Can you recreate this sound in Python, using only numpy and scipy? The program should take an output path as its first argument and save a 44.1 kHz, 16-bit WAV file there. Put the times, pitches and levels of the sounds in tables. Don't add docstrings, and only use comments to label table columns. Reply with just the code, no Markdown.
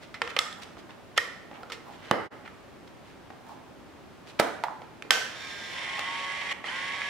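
import sys
import numpy as np
from scipy import signal
from scipy.fft import rfft, irfft
from scipy.io import wavfile
from scipy.ndimage import uniform_filter1d

SR = 44100
rng = np.random.default_rng(int(sys.argv[2]) if len(sys.argv) > 2 else 0)


def wav_record(signal):
    frames = np.transpose(np.atleast_2d(signal))
    bounded = np.clip(frames, -1, 1)
    quanta = np.round(bounded * 32767).astype(np.int16)
    wavfile.write(sys.argv[1], SR, quanta)


N = 312669
TIME = np.arange(N) / SR


def amp(db):
    return 10 ** (np.asarray(db) / 20)


def unit(x):
    return x / np.sqrt(np.mean(x ** 2) + 1e-20)


def read(points, hz):
    f, value = np.transpose(points)
    return np.interp(np.log(hz + 1), np.log(f), value)


def add(mix, s, sound):
    part = mix[..., round(s * SR):][..., :sound.shape[-1]]
    part += sound[..., :part.shape[-1]]


def ramp(start, length):
    return np.clip((TIME - start) / length, 0, 1)


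def decay(t, t60):
    return amp(-60 * t / t60)


def pan(db):
    return amp([[db / 2], [-db / 2]])


def colour(x, db_at, size=2048):
    log_gain = np.log(amp(db_at(abs(np.fft.fftfreq(size, 1 / SR)))))
    taps = np.fft.ifft(np.exp(np.conj(signal.hilbert(log_gain)))).real
    return signal.oaconvolve(x, taps[(None,) * (x.ndim - 1)], axes=-1)[..., :x.shape[-1]]


def shelves(hz, bass_db, treble_db, bass_hz=650, treble_hz=3200):
    return bass_db / (1 + (hz / bass_hz) ** 4) + treble_db * (1 - 1 / (1 + (hz / treble_hz) ** 3))


# (frequency [Hz], coherence [0-1])
COHERENCE = [(40, 0.35), (150, 0.14), (400, 0.33), (1200, 0.52), (3000, 0.41), (8000, 0.14), (14000, 0.22)]

def diffuse_noise(count):
    a, b = rfft(rng.standard_normal((2, count)))
    coherence = read(COHERENCE, np.fft.rfftfreq(count, 1 / SR))
    mid, side = a * np.sqrt((1 + coherence) / 2), b * np.sqrt((1 - coherence) / 2)
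    return irfft(np.array([mid + side, mid - side]), count)


# (frequency [Hz], level [dB])
AIR = [(15, -51), (25, -20.5), (97, -5), (130, -6), (236, -3.5), (394, -5.5), (503, -10), (545, -7),
       (840, -11), (911, -12), (1100, -13), (1560, -16.5), (3250, -23.5), (16000, -44)]

def room_tone(level_db=-49.5):
    rush = unit(colour(diffuse_noise(N), lambda f: read(AIR, f), size=8192))
    return amp(level_db) * rush * pan(-0.56)


def friction(length, spectrum, treble_db=0, grain_db=3.5):
    count = int(length * SR)
    sizes = amp(grain_db * np.repeat(rng.standard_normal(SR // 64), 64)[:count])
    slips = diffuse_noise(SR)[:, :count] * sizes
    return unit(colour(slips, lambda f: read(spectrum, f) + shelves(f, 0, treble_db))) * np.hanning(count)


# (frequency [Hz], level [dB])
SHELL = [(60, -20), (250, -18.5), (470, 0.5), (750, -2), (1300, 1), (2100, 3.5), (3300, 0.5), (5000, -7.5),
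         (8000, -17), (12000, -26.5), (16000, -37)]
# (midpoint [s], duration [s], level
# [dB], treble [dB])
RUBS = [(0.02, 0.068, -48.5, 4), (0.303, 0.047, -40.5, 1), (.63, .045, -43, 9), (0.794, 0.056, -52, 7),
        (0.909, 0.054, -50, -4), (1.172, 0.028, -36, -4), (1.554, 0.092, -49.5, -12), (1.943, 0.13, -55, 7),
        (2.073, 0.23, -48, -4), (2.462, .035, -45.5, -12), (3.088, .16, -58.5, 2), (3.508, 0.15, -62, 21),
        (4.292, 0.079, -48.5, 7), (4.395, 0.011, -25, -2), (5.995, .014, -29.5, 4)]

def rubs():
    mix = np.zeros((2, N))
    for s, length, db, treble_db in RUBS:
        add(mix, max(s - length / 2, 0), amp(db) * friction(length, SHELL, treble_db))
    return mix


def strike(db_at, chatter_t60, first_db, chatter_db, wide_hz=3800):
    t = np.arange(SR // 8) / SR
    mid, side = rng.standard_normal((2, len(t))) * decay(t, chatter_t60)
    side = signal.lfilter(*signal.butter(1, wide_hz, "high", fs=SR), side)
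    contact = unit(colour(1. * (t == 0), db_at))
    chatter = unit(colour(np.array([mid + side, mid - side]), db_at))
    return unit(amp(first_db) * contact + amp(chatter_db) * chatter)


def ring(blow, modes):
    t = np.arange(blow.shape[1]) / SR
    response = sum(amp(db) * decay(t, t60) * np.cos(2 * np.pi * hz * t) for hz, db, t60 in modes)
    return unit(signal.fftconvolve(blow.mean(0), response)[:len(t)])


def radiate(source, events, room_db=-7, directions=3):
    direct, paths = np.zeros((2, N)), np.zeros((directions, N))
    for s, db, *shape in events:
        add(direct, s, amp(db) * source(*shape))
        for path in paths:
            add(path, s, amp(db + room_db) * unit(source(*shape)[0]) / np.sqrt(directions))
    return direct, paths


# (frequency [Hz], level [dB], T60 [s])
BODY_MODES = [(471, -14, 0.053), (1010, -6, 0.011), (1320, 2.5, 0.022), (1814, -3, 0.04), (2072, -1, 0.02),
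              (2400, -19, 0.032), (3100, -10, 0.039), (3400, 3, 0.0036), (4310, 3, 0.01),
              (5220, 5.5, 0.011), (7350, -2, 0.013)]

def click(bass_db, treble_db, ring_hz, ring_db, chatter_t60, ring_t60=0.018, body_db=-5):
    blow = strike(lambda f: read(SHELL, f), chatter_t60, first_db=-11.5, chatter_db=-3.5)
    blow = blow + amp(body_db) * ring(blow, BODY_MODES)
    blow = unit(colour(blow, lambda f: shelves(f, bass_db, treble_db)))
    return unit(blow + amp(ring_db) * ring(blow, [(ring_hz, 0, ring_t60)]))


# (time [s], level [dB], bass [dB], treble [dB], ring [Hz], ring [dB], chatter T60 [s])
CLICKS = [(.1425, -47.5, -21, -4.5, 2050, -11, 0.099), (0.2179, -34.5, 1, -7.5, 1340, -14, 0.019),
          (0.2758, -47, -4, -8, 1330, -13, 0.016), (.3652, -35, 3, -7.5, 2150, -22, .028),
          (.3880, -37.5, 4, 20, 3400, 9, 0.019), (.3903, -31, -8, 15, 1230, -7.5, .011),
          (.5270, -52.5, -11, 11, 3400, 1, 0.023), (1.1770, -33, 3.5, 13.5, 3100, -9, .016),
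          (1.1790, -29.5, -2, -1, 1860, 4, .022), (1.632, -52.5, 26, 1, 1410, 2, 0.019),
          (1.700, -51, 6, 2, 1270, -1, 0.055), (1.7202, -44.5, 11, 8, 2030, -36, 0.11),
          (2.112, -35.5, -12, -14, 3020, -6, 0.016), (2.477, -53.5, -1, -11, 1270, 0, 0.032),
          (2.8750, -65, -9, 7, 3100, -16, 0.053), (4.3965, -37.5, 19, 2, 1330, 13, 0.062),
          (4.8190, -55, 10, -7, 860, -3, .025), (5.0234, -49.5, 4, -2.5, 2400, -9, 0.011),
          (6.642, -45.5, -3, -28, 2055, -3, 0.05), (7.018, -41.5, -17, -4, 2030, 15, 0.018)]

def clicks():
    return radiate(click, CLICKS)


# (frequency [Hz], level [dB])
DRAG_TONE = [(100, -34), (450, -22), (700, 1), (950, 0), (1400, -11.5), (2500, -25.5), (8000, -34.5)]
# (midpoint [s], duration [s], level [dB])
DRAGS = [(0.591, 0.057, -49.5), (1.61, 0.2, -52.5), (1.888, .14, -49), (3.497, .14, -48.5),
         (5.988, 0.055, -40.5)]

def drags():
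    mix = np.zeros((2, N))
    for s, length, db in DRAGS:
        add(mix, s - length / 2, amp(db) * friction(length, DRAG_TONE))
    return mix


# (time [s], level [dB], frequency [Hz])
BUMPS = [(0.769, -56, 735), (.8925, -61, 920), (1.5126, -54, 856), (3.3032, -53.5, 754),
         (5.0495, -56.5, 430)]

def bumps(t60=0.035, puff_db=2):
    mix = np.zeros((2, N))
    t = np.arange(SR // 8) / SR
    band = signal.butter(2, [130, 1300], "band", fs=SR)
    for s, db, hz in BUMPS:
        puff = amp(puff_db) * unit(signal.lfilter(*band, diffuse_noise(len(t))))
        mode = np.sin(2 * np.pi * hz * t)
        add(mix, s, amp(db) * unit(decay(t, t60) * (mode + puff)))
    return mix


# (frequency [Hz], level [dB])
HOLLOW = [(60, -5), (150, -3.5), (320, -1.5), (500, -7), (750, -6.5), (1000, -8), (1350, -5), (2000, -8),
          (2600, -16), (3700, -14), (7000, -27), (15000, -36.5)]

def knock(cutoff_hz, treble_db, ring_hz, ring_db, chatter_t60, ring_t60=0.013):
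    def spectrum(f):
        bass_loss_db = 10 * np.log10(1 + (cutoff_hz / (f + 10)) ** 4)
        return read(HOLLOW, f) + shelves(f, 0, treble_db) - bass_loss_db
    blow = strike(spectrum, chatter_t60, first_db=0, chatter_db=-1)
    return unit(blow + amp(ring_db) * ring(blow, [(ring_hz, 0, ring_t60)]))


# (time [s], level [dB], low cutoff [Hz], treble [dB], ring [Hz], ring [dB], chatter T60 [s])
KNOCKS = [(2.1122, -26.5, 130, -8.5, 890, -2, 0.013), (4.3985, -25.5, 282, 1.5, 624, -5, .036),
          (4.638, -34.5, 607, -3, 860, 7, 0.058), (4.684, -45.5, 610, -14, 970, 11, .02)]

def knocks():
    return radiate(knock, KNOCKS)


def latch(time_s=5.1065, level_db=-24, drop_s=0.00127, hit_db=-3):
    def snap():
        hit = amp(hit_db) * click(bass_db=-8, treble_db=-6.5, ring_hz=1120, ring_db=-21, chatter_t60=0.011)
        home = click(bass_db=3.5, treble_db=16, ring_hz=1539, ring_db=-9.5, chatter_t60=0.011, ring_t60=0.15)
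        add(hit, drop_s, home)
        return unit(hit)
    return radiate(snap, [(time_s, level_db)], room_db=-2.5)


# (start [s], stop [s], time for the gears to engage [s])
RUNS = [(5.201, 6.527, 0.25), (6.63, 7.2, 0.035)]
# (time [s], speed [turns/s])
SPEEDS = [
    [(5.42, 182.4), (5.516, 178.9), (5.75, 177.6), (5.802, 180.7), (6.032, 180.3), (6.102, 184.5),
     (6.222, 186.0), (6.244, 184.0), (6.5, 188.4)],
    [(6.8, 183.3), (6.816, 184.1), (7.05, 187.4)],
]

def drive(spin_up_s=0.033, grind_s=0.017, halt_s=0.00402):
    speed, engaged, grinding = np.zeros((3, N))
    for (start, stop, engage_s), running in zip(RUNS, SPEEDS):
        on = 1 - ramp(stop, halt_s)
        spin_up = 1 - np.exp(-np.maximum(TIME - start, 0) / spin_up_s)
        speed += on * spin_up * np.interp(TIME, *np.transpose(running))
        engaged += on * ramp(start, engage_s)
        grinding += on * ramp(stop - grind_s, halt_s)
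    return speed, engaged, grinding


def by_load(load, free_db, loaded_db):
    return amp(free_db + load * (loaded_db - free_db))


# (order [per turn], relative level running free [dB], relative level loaded [dB])
WHINE = [(3, -21, -24), (5, -22, -19), (6, -18, -11.5), (7, -20, -29), (8, -26, -24), (9, -14.5, -13.5),
         (10, -18, -15), (11, -19, -10), (12, -20.5, -17), (13, -17, -22), (17, -48, -13)]

def shaft_whine(angle, load, swell_db=3.5, swells_per_s=14):
    whine = np.zeros(N)
    for order, free_db, loaded_db in WHINE:
        drift = np.interp(TIME * swells_per_s, np.arange(256), rng.standard_normal(256))
        gain = by_load(load, free_db, loaded_db) * unit(amp(swell_db * drift))
        whine += gain * np.sin(order * angle + 2 * np.pi * rng.random())
    return whine


# (order [per turn], relative level [dB])
PINION_ORDERS = [(20, 2), (30, -2.5), (40, -12.5)]

def pinion_whistle(angle, speed, uneven, play, play_rad=1.03, waver=0.31, slack_db=-15, taut_db=-22.5):
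    case_hz, half_width_hz, case_db = 3020, 210, 22
    whistle = np.zeros(N)
    for order, db in PINION_ORDERS:
        resonance_db = case_db / (1 + ((order * speed - case_hz) / half_width_hz) ** 2)
        whistle += amp(db + resonance_db) * np.sin(order * angle + play_rad * play)
    tautness = ramp(start=5.67, length=0.22)
    return whistle * unit(1 + waver * uneven) * by_load(tautness, slack_db, taut_db)


# (frequency [Hz], level [dB])
GEARS_FREE = [(150, -33), (500, -8), (1000, -8), (1350, -18), (1750, -1.5), (2200, -0.5), (2800, -7.5),
              (3300, -1), (3600, -18), (3900, -6), (4800, -11.5), (5500, -10.5), (6600, -15.5),
              (15500, -38.5)]
GEARS_LOADED = [(150, -23), (450, -21), (800, -8), (1100, -7), (1400, -12), (1750, -6), (2080, 3),
                (2550, -7), (3250, -5), (3900, -13), (5700, -22), (6600, -29), (10000, -30), (15500, -63)]

def gear_rasp(angle, load, uneven, tooth_depth=0.28, turn_depth=0.049, uneven_db=0.7):
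    mesh = (1 + tooth_depth * np.cos(10 * angle)) * (1 + turn_depth * np.cos(angle))
    scrape = diffuse_noise(N) * mesh * amp(uneven_db * uneven)
    free = unit(colour(scrape, lambda f: read(GEARS_FREE, f)))
    loaded = unit(colour(scrape, lambda f: read(GEARS_LOADED, f)))
    return np.sqrt(1 - load) * free + np.sqrt(load) * loaded


def jitter():
    return unit(uniform_filter1d(uniform_filter1d(rng.standard_normal(N), size=300), size=200))


def motor(taut_s=5.75, take_up_s=0.032, taut_load=0.84, flutter=0.003, whine_db=1, gears_db=-2, grind_db=7):
    speed, engaged, grinding = drive()
    load = taut_load * (1 + np.tanh((TIME - taut_s) / take_up_s)) / 2
    wobble, uneven, play = jitter(), jitter(), jitter()
    angle = 2 * np.pi * np.cumsum(speed * (1 + flutter * wobble)) / SR
    tones = amp(whine_db) * shaft_whine(angle, load) + pinion_whistle(angle, speed, uneven, play)
    tones *= np.sqrt(2) * (speed / speed.max()) ** 2
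    gears = amp(gears_db + grind_db * grinding) * gear_rasp(angle, load, uneven)
    return by_load(load, free_db=-38.5, loaded_db=-33.5) * engaged * (tones + gears)


# (frequency [Hz], T60 [s])
ROOM_T60 = [(150, 0.63), (500, 0.56), (1500, 0.71), (4000, 0.59), (8000, 0.56), (14000, 0.39)]
# (frequency [Hz], level [dB])
ROOM_COLOUR = [(100, -2), (500, 4.5), (1500, 0), (3500, -4.5), (8000, -2), (15000, -1.5)]

def reverberation(x, build_s=0.0073):
    t = np.arange(SR) / SR
    reflections = diffuse_noise(SR) * (1 - np.exp(-(t / build_s) ** 2))
    hz, times, bands = signal.stft(reflections, SR, nperseg=256)
    tail = signal.istft(bands * decay(times, read(ROOM_T60, hz)[:, None]), SR, nperseg=256)[1]
    tail = colour(tail / np.linalg.norm(tail[0]), lambda f: read(ROOM_COLOUR, f))
    return signal.fftconvolve(x[None], tail, axes=1)[:, :N]


def scene(soft_room_db=-2, motor_room_db=-7):
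    soft = rubs() + drags() + bumps()
    blows, paths = map(sum, zip(clicks(), knocks(), latch()))
    paths[0] += amp(soft_room_db) * soft.mean(0)
    winding = motor()
    echoes = sum(reverberation(path) for path in paths)
    echoes += amp(motor_room_db) * reverberation(winding.mean(0))
    return blows * pan(-3.5) + (soft + winding) * pan(-2.5) + echoes * pan(-3) + room_tone()


def record(dry, dip_s=2.297, fall_s=0.036, rise_s=0.029, dip_db=-29, ceiling=0.65, cutoff_hz=15900):
    fade = 1 - ramp(dip_s - fall_s, fall_s) + ramp(dip_s, rise_s)
    dipped = dry * np.maximum(fade ** 2, amp(dip_db))
    limited = dipped / (1 + (dipped / ceiling) ** 6) ** (1 / 6)
    low_pass = signal.firwin(255, cutoff_hz, window=("kaiser", 9), fs=SR)
    return signal.oaconvolve(limited, low_pass[None], "same")


dry = scene()
out = record(dry)
wav_record(out)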